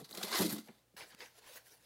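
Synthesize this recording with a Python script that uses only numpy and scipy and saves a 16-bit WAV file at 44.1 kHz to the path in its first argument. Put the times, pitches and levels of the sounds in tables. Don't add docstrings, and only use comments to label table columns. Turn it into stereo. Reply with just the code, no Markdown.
import sys
import numpy as np
from scipy import signal
from scipy.fft import rfft, irfft, next_fast_len
from scipy.io import wavfile
from scipy.ndimage import uniform_filter1d, map_coordinates

SR = 44100
rng = np.random.default_rng(int(sys.argv[2]) if len(sys.argv) > 2 else 0)


def to_linear_factor(level_db):
    exponent = np.asarray(level_db, float) / 20
    return 10 ** exponent


def dump(signal):
    limited = np.clip(np.atleast_2d(signal).T, -1, 1)
    pcm = np.round(limited * 32767).astype(np.int16)
    wavfile.write(sys.argv[1], SR, pcm)


N = 81585

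# (frequency [Hz], density [dB per Hz])
HISS_SPECTRUM = [(25, -45), (45, -26), (117, -14), (330, -18), (600, -17.5), (960, -24), (5000, -29),
                 (15900, -31.5)]
# (frequency [Hz], level [dB rms])
MAINS_HUM = [(60, -85), (119, -79.5)]
# (time [s], friction [dB], brightness [dB], hull drive [dB])
DRAG_STROKES = [
    [(0, -55, 7, 8), (.034, -63.5, 2, -1), (.08, -71, 7, 6), (.12, -59, 9, 5.5), (.16, -55, 4.5, 7),
     (.222, -48.5, 3, 8.5), (.24, -45, 6.5, 4)],
    [(.296, -46, 0, 4), (.315, -38, 1, 1), (.33, -35, -9, -2.5), (.36, -32, -3.5, -3.5),
     (.384, -34, 2, -4.5), (.394, -28, -0.5, 0.5), (.41, -38.5, 9.5, 9.5), (.432, -35, 3, 1.5)],
    [(.465, -41.5, 5, -10), (.478, -47.5, 9, -6), (.495, -42, 3, -16), (.514, -43, 7, 1),
     (.53, -42, 12, -2), (.552, -54.5, 11.5, 4), (.575, -51, 2, 3)],
    [(.586, -53.5, -1, -3.5), (.6, -57, 6, -3), (.624, -67, 0, -24), (.68, -65, 5, 8),
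     (.692, -65.5, -10, 20.5), (.71, -69.5, 3, 9), (.788, -71, -1, 1), (.86, -88, -7, 3)],
]
# (time [s], pitch [Hz])
CAVITY_PITCH = [(0, 192.8), (0.251, 202.9), (0.379, 252.3), (1.85, 222)]
# (frequency [Hz], density [dB per Hz])
FOAM_SPECTRUM = [(59, -57), (100, -17), (244, -32), (289, -6.5), (1080, -5.5), (2510, -12), (4180, -9),
                 (12100, -17), (15900, -22)]
# (frequency [Hz], width [Hz], gain [dB])
WALL_MODES = [(1090, 150, -0.5), (2050, 57, 9.5), (3350, 480, 2.5), (4200, 1500, 4), (11500, 3200, 7)]
# (frequency [Hz], left-right likeness [0-1])
PORT_LIKENESS = [(60, 0.86), (500, 1), (1200, 0.48), (2400, 0.31), (15000, 0.057)]
# (frequency [Hz], left minus right [dB])
DRAG_LEAN = [(60, -12), (240, -4.5), (950, 0.5), (3770, -7.5), (15000, 0)]
# (middle [s], length [s], pitch [Hz], level
# [dB rms])
TONE_SWELLS = [(0.02, 0.07, 197, -56), (.13, .06, 200, -61), (.012, .045, 685, -57), (.012, .045, 456, -59),
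               (0.043, 0.015, 4200, -66.5), (0.129, 0.0048, 4200, -43.5), (.405, .022, 185, -35),
               (.409, .024, 390, -32), (.414, .03, 610, -43), (.425, .016, 235, -37), (.452, .045, 195, -41),
               (.46, .04, 320, -40), (.492, .025, 200, -45), (.537, .04, 205, -42), (.54, .045, 315, -44),
               (.59, .035, 215, -49), (.698, .03, 205, -56), (.53, .03, 14000, -48), (1.02, .03, 150, -68),
               (1.148, .012, 200, -66), (.98, .035, 15000, -64), (1.565, .035, 14200, -62),
               (.39, .03, 12300, -44), (.51, .03, 260, -50), (.565, .03, 270, -50), (.18, .02, 400, -50),
               (0.338, 0.047, 1580, -45), (.345, 0.069, 423, -51), (0.518, 0.018, 11500, -55),
               (.66, 0.0052, 7900, -67), (.693, 0.025, 2180, -69), (1.131, 0.018, 930, -66),
               (0.329, 0.0093, 4200, -43), (0.342, 0.066, 1090, -45), (0.386, 0.0083, 1410, -57),
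               (0.521, 0.035, 1770, -55), (0.989, 0.058, 530, -64), (1.021, 0.02, 1880, -54),
               (1.112, 0.041, 1730, -64), (1.233, 0.07, 996, -65), (1.225, .06, 480, -66),
               (1.225, 0.075, 1994, -60.5), (1.385, 0.025, 650, -66), (1.5, 0.049, 530, -62.5),
               (1.574, 0.032, 1900, -60), (1.666, 0.016, 1790, -67.5), (1.725, 0.03, 5900, -66)]
# (time [s], peak [dB], decay t60 [s])
HULL_KNOCKS = [(.003, -53.5, 0.16), (0.109, -54, 0.039), (.149, -55, .05), (0.175, -42.5, 0.06),
               (0.234, -39.5, 0.14), (.397, -32, 0.049), (.404, -30, 0.056), (.414, -30, 0.05),
               (.425, -33, .05), (.438, -34, 0.15), (0.477, -39, 0.14), (0.521, -38, 0.12),
               (.58, -46, 0.055), (.684, -53, 0.033), (.697, -51.5, 0.062), (0.938, -57.5, 0.014)]
# (frequency [Hz], width [Hz], gain [dB])
HULL_MODES = [(101, 127, -12), (187, 31, 2.5), (240.7, 28, -1), (311, 41, 0.5), (384.3, 45, 1),
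              (577, 125, -1.5)]
# (time [s], peak [dB], ring [Hz], ring gain [dB], decay t60 [s])
SLIP_SNAPS = [(0.0425, -41, 4350, 8.5, 0.064), (0.0908, -44, 4170, 11, 0.018),
              (0.1027, -47, 6060, 1, 0.0039), (.1101, -36, 3720, 0, 0.0083), (0.1262, -47, 4200, 23, 0.038),
              (0.148, -35, 3400, 0, 0.022), (0.172, -30, 3990, 6.5, 0.03), (.2085, -41, 3970, 1, 0.013),
              (0.2292, -26, 3000, 0, 0.02), (.2322, -23, 4000, 8, .018), (0.3756, -32, 11500, 10, 0.012),
              (.581, -37, 4240, -2, 0.05), (0.6834, -47, 2103, 20, 0.031),
              (1.0076, -36.5, 2380, 49, 0.0055), (1.1225, -49, 3900, 27, 0.0082),
              (1.1475, -40.5, 5000, 0, 0.007), (1.2047, -39, 2000, 40, 0.011), (1.2047, -41, 4080, 25, .02)]
# (time [s], friction [dB], brightness [dB])
FINGER_GRIPS = [
    [(.962, -96, 0), (.967, -52, 3), (1.028, -51, -3.5), (1.054, -58, -7), (1.09, -64, 9.5),
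     (1.11, -58.5, -2), (1.125, -59, -8), (1.144, -59.5, -13), (1.16, -69.5, -4)],
    [(1.178, -65.5, -3), (1.2, -55.5, 4), (1.218, -50.5, -8), (1.262, -56.5, -1.5), (1.288, -66.5, 6),
     (1.34, -70.5, 3), (1.386, -60, 4.5), (1.406, -67.5, -1)],
    [(1.45, -60.5, -0.5), (1.48, -56, 3), (1.532, -57.5, 6), (1.57, -52.5, 10), (1.606, -66.5, 3.5),
     (1.636, -74, 8)],
    [(1.67, -63.5, 11), (1.702, -68.5, 8.5), (1.726, -63, 10), (1.79, -73.5, 6), (1.85, -68, 6)],
]
# (frequency [Hz], density [dB per Hz])
SKIN_SPECTRUM = [(150, -22), (250, -13), (1020, -5), (1150, -12.5), (2050, -10.5), (4400, -5),
                 (7660, -14.5), (14300, -15.5), (15900, -17)]
# (frequency [Hz], width [Hz], gain [dB])
HELD_BOX_MODES = [(459, 79, 8.5), (980, 110, -4.5), (1576, 610, 7.5), (4200, 900, -2), (10200, 790, 5.5)]
# (frequency [Hz], left minus right [dB])
HANDS_LEAN = [(60, -11), (950, -0.5), (15000, -2.5)]


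def unit(x):
    return x / np.sqrt(np.mean(x ** 2) + 1e-20)


def along(points, hz):
    f, v = np.transpose(points)
    return np.interp(np.log(hz + 1), np.log(f + 1), v)


def curves(tables):
    rows = np.concatenate(tables)
    s, *columns = rows[np.argsort(rows[:, 0])].T
    return [np.interp(np.arange(N) / SR, s, column, left=-120) for column in columns]


def wobble(rate):
    knots = rng.standard_normal(int(N * rate / SR) + 4)
    return map_coordinates(knots, [np.arange(N) * rate / SR])


def filtered(x, response):
    n = x.shape[-1]
    m = next_fast_len(n + 8192)
    return irfft(rfft(x, m) * response(np.fft.rfftfreq(m, 1 / SR)), m)[..., :n]


def ring(hz, centre_hz, width_hz):
    return 1j * hz * width_hz / (centre_hz ** 2 - hz ** 2 + 1j * hz * width_hz)


def place(out, time_s, event):
    start = round(time_s * SR)
    out[:, start:start + event.shape[1]] += event


def ports(pair, lean):
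    def mid_side_gains(hz):
        turn = np.arccos(np.clip(along(PORT_LIKENESS, hz), -1, 1)) / 2
        return np.array([np.cos(turn), np.sin(turn)])

    mid, side = filtered(pair, mid_side_gains)
    left_right = np.array([mid + side, mid - side])
    return filtered(left_right, lambda hz: to_linear_factor(np.outer([.5, -.5], along(lean, hz))))


def friction(spectrum, modes, spiky_db, clump_db, patchy_db):
    clumps = clump_db * wobble(400) + clump_db * wobble(69.7)
    size = to_linear_factor(spiky_db * rng.exponential(1, N) + clumps)
    z = signal.stft(size * rng.standard_normal((2, N)), nperseg=512)[2]
    field = uniform_filter1d(rng.standard_normal(z.shape[1:]), size=3, axis=0)
    field = uniform_filter1d(field, size=5, axis=1)
    pair = signal.istft(z * to_linear_factor(patchy_db * unit(field)), nperseg=512)[1][:, :N]

    def walls(hz):
        return 1 + sum((to_linear_factor(db) - 1) * ring(hz, centre, width) for centre, width, db in modes)

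    return unit(filtered(pair, lambda hz: to_linear_factor(along(spectrum, hz)) * walls(hz)))


def tilted(x, bright_db, low_db):
    top = filtered(x, lambda hz: 1 / (1 + (7940 / (hz + 1)) ** 4))
    low = filtered(x, lambda hz: 1 / (1 + (hz / 1230) ** 4))
    return x + (to_linear_factor(bright_db) - 1) * top + (to_linear_factor(low_db) - 1) * low


def floor():
    hiss_db = -72.5
    noise = rng.standard_normal((3, N))
    hiss = unit(filtered(noise[:2] + 0.42 * noise[2], lambda hz: to_linear_factor(along(HISS_SPECTRUM, hz))))
    t = np.arange(N) / SR
    hum = sum(to_linear_factor(db + 0.5 * wobble(8.0)) * np.sin(2 * np.pi * hz * t) for hz, db in MAINS_HUM)
    return to_linear_factor(hiss_db) * hiss + hum


def drag():
    cavity_width_hz, cavity_db = 35.35, -16
    t = np.arange(N) / SR
    level_db, bright_db, hull_db = curves(DRAG_STROKES)
    fade = np.clip((DRAG_STROKES[-1][-1][0] - t) / 0.024, 0, 1)
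    rub = friction(FOAM_SPECTRUM, WALL_MODES, spiky_db=2.0, clump_db=1.5, patchy_db=2.5)
    scrape = ports(tilted(rub, bright_db, hull_db), DRAG_LEAN)
    s, hz = np.transpose(CAVITY_PITCH)
    phase = 2 * np.pi * np.cumsum(np.interp(t, s, hz)) / SR
    air = (1.5 + wobble(cavity_width_hz)) * np.sin(phase)
    air = unit(air + wobble(cavity_width_hz) * np.cos(phase))
    breath = to_linear_factor(cavity_db + hull_db) * air * to_linear_factor([[-1.1], [1.1]])
    return to_linear_factor(level_db) * fade * (scrape + breath)


def tone_swells():
    out, pad = np.zeros((2, N + SR // 2)), SR // 8
    t = np.arange(-pad, pad) / SR
    for s, length, hz0, db in TONE_SWELLS:
        width_hz = 48 + hz0 / 6.5
        a, b = rng.standard_normal((2, len(t)))
        pair = np.array([a + 0.085 * b, a - 0.94 * b])
        tone = filtered(pair, lambda hz: ring(hz, hz0, width_hz) ** 2)
        swell = np.exp(-2 * (t / (length / 2)) ** 2)
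        loudness = np.sqrt(np.sum((swell * tone[0]) ** 2) / np.sum(swell ** 2))
        place(out, s, to_linear_factor(db) * swell * tone / loudness)
    return out[:, pad:pad + N] * to_linear_factor([[-.6], [.6]])


def knocks():
    contact_s, push_s, push_db = 0.00092, 0.00081, 2.5
    out, t = np.zeros((2, N + SR)), np.arange(SR // 3) / SR

    def panels(hz):
        modes = enumerate(HULL_MODES)
        total = sum((-1) ** k * to_linear_factor(db) * ring(hz, centre, width) for k, (centre, width, db) in modes)
        return total * ring(hz, 450, 1200) ** 2

    for s, db, t60 in HULL_KNOCKS:
        envelope = to_linear_factor(-60 * t / t60) * (1 - np.exp(-t / contact_s))
        a, b = rng.standard_normal((2, len(t))) * envelope
        a = a + to_linear_factor(push_db) * t / push_s * np.exp(1 - t / push_s)
        body = filtered(np.array([a + 0.22 * b, a - 0.19 * b]), panels)
        place(out, s, to_linear_factor(db) * body / np.abs(body).max())
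    return out[:, :N] * to_linear_factor([[-1.1], [1.1]])


def room(x):
    t60 = 0.31
    t = np.arange(SR // 2) / SR
    tail = rng.standard_normal((2, len(t))) * to_linear_factor(-60 * t / t60)
    tail = filtered(tail, lambda hz: 1 / (1 + hz / 9000))
    late = np.pad(x, ((0, 0), (250, 0)))
    return signal.fftconvolve(late, tail / np.linalg.norm(tail[0]), axes=1)[:, :N]


def snaps():
    rise, ring_q = 0.072, 2.36
    lean_db = np.array([[-2], [2]])
    out, t = np.zeros((2, N + SR)), np.arange(SR // 16) / SR
    for s, db, hz0, ring_db, t60 in SLIP_SNAPS:
        envelope = to_linear_factor(-60 * t / t60) * (1 - np.exp(-t / (rise * t60)))
        burst = rng.standard_normal((2, len(t))) * envelope
        burst[1] = 0.28 * burst[0] + 2.2 * burst[1]

        def foam(hz):
            return ring(hz, 2650, 7800) + to_linear_factor(ring_db) * ring(hz, hz0, hz0 / ring_q) ** 2

        burst = filtered(burst, foam)
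        place(out, s, to_linear_factor(db + lean_db) * burst / np.abs(burst).max(axis=1, keepdims=True))
    return out[:, :N]


def grips():
    level_db, bright_db = curves(FINGER_GRIPS)
    rub = friction(SKIN_SPECTRUM, HELD_BOX_MODES, spiky_db=0.3, clump_db=0.78, patchy_db=3.5)
    return to_linear_factor(level_db + 1.0) * ports(tilted(rub, bright_db, 0), HANDS_LEAN)


def scene():
    near = drag() + tone_swells() + knocks() + snaps() + grips()
    room_db = -13.5
    return near + to_linear_factor(room_db) * room(near) + floor()


def band_limit(x):
    return signal.sosfilt(signal.butter(12, 15900, fs=SR, output="sos"), x)


def record(dry):
    mix = filtered(dry, lambda hz: hz < 15880)
    return band_limit(mix)


dry = scene()
out = record(dry)
dump(out)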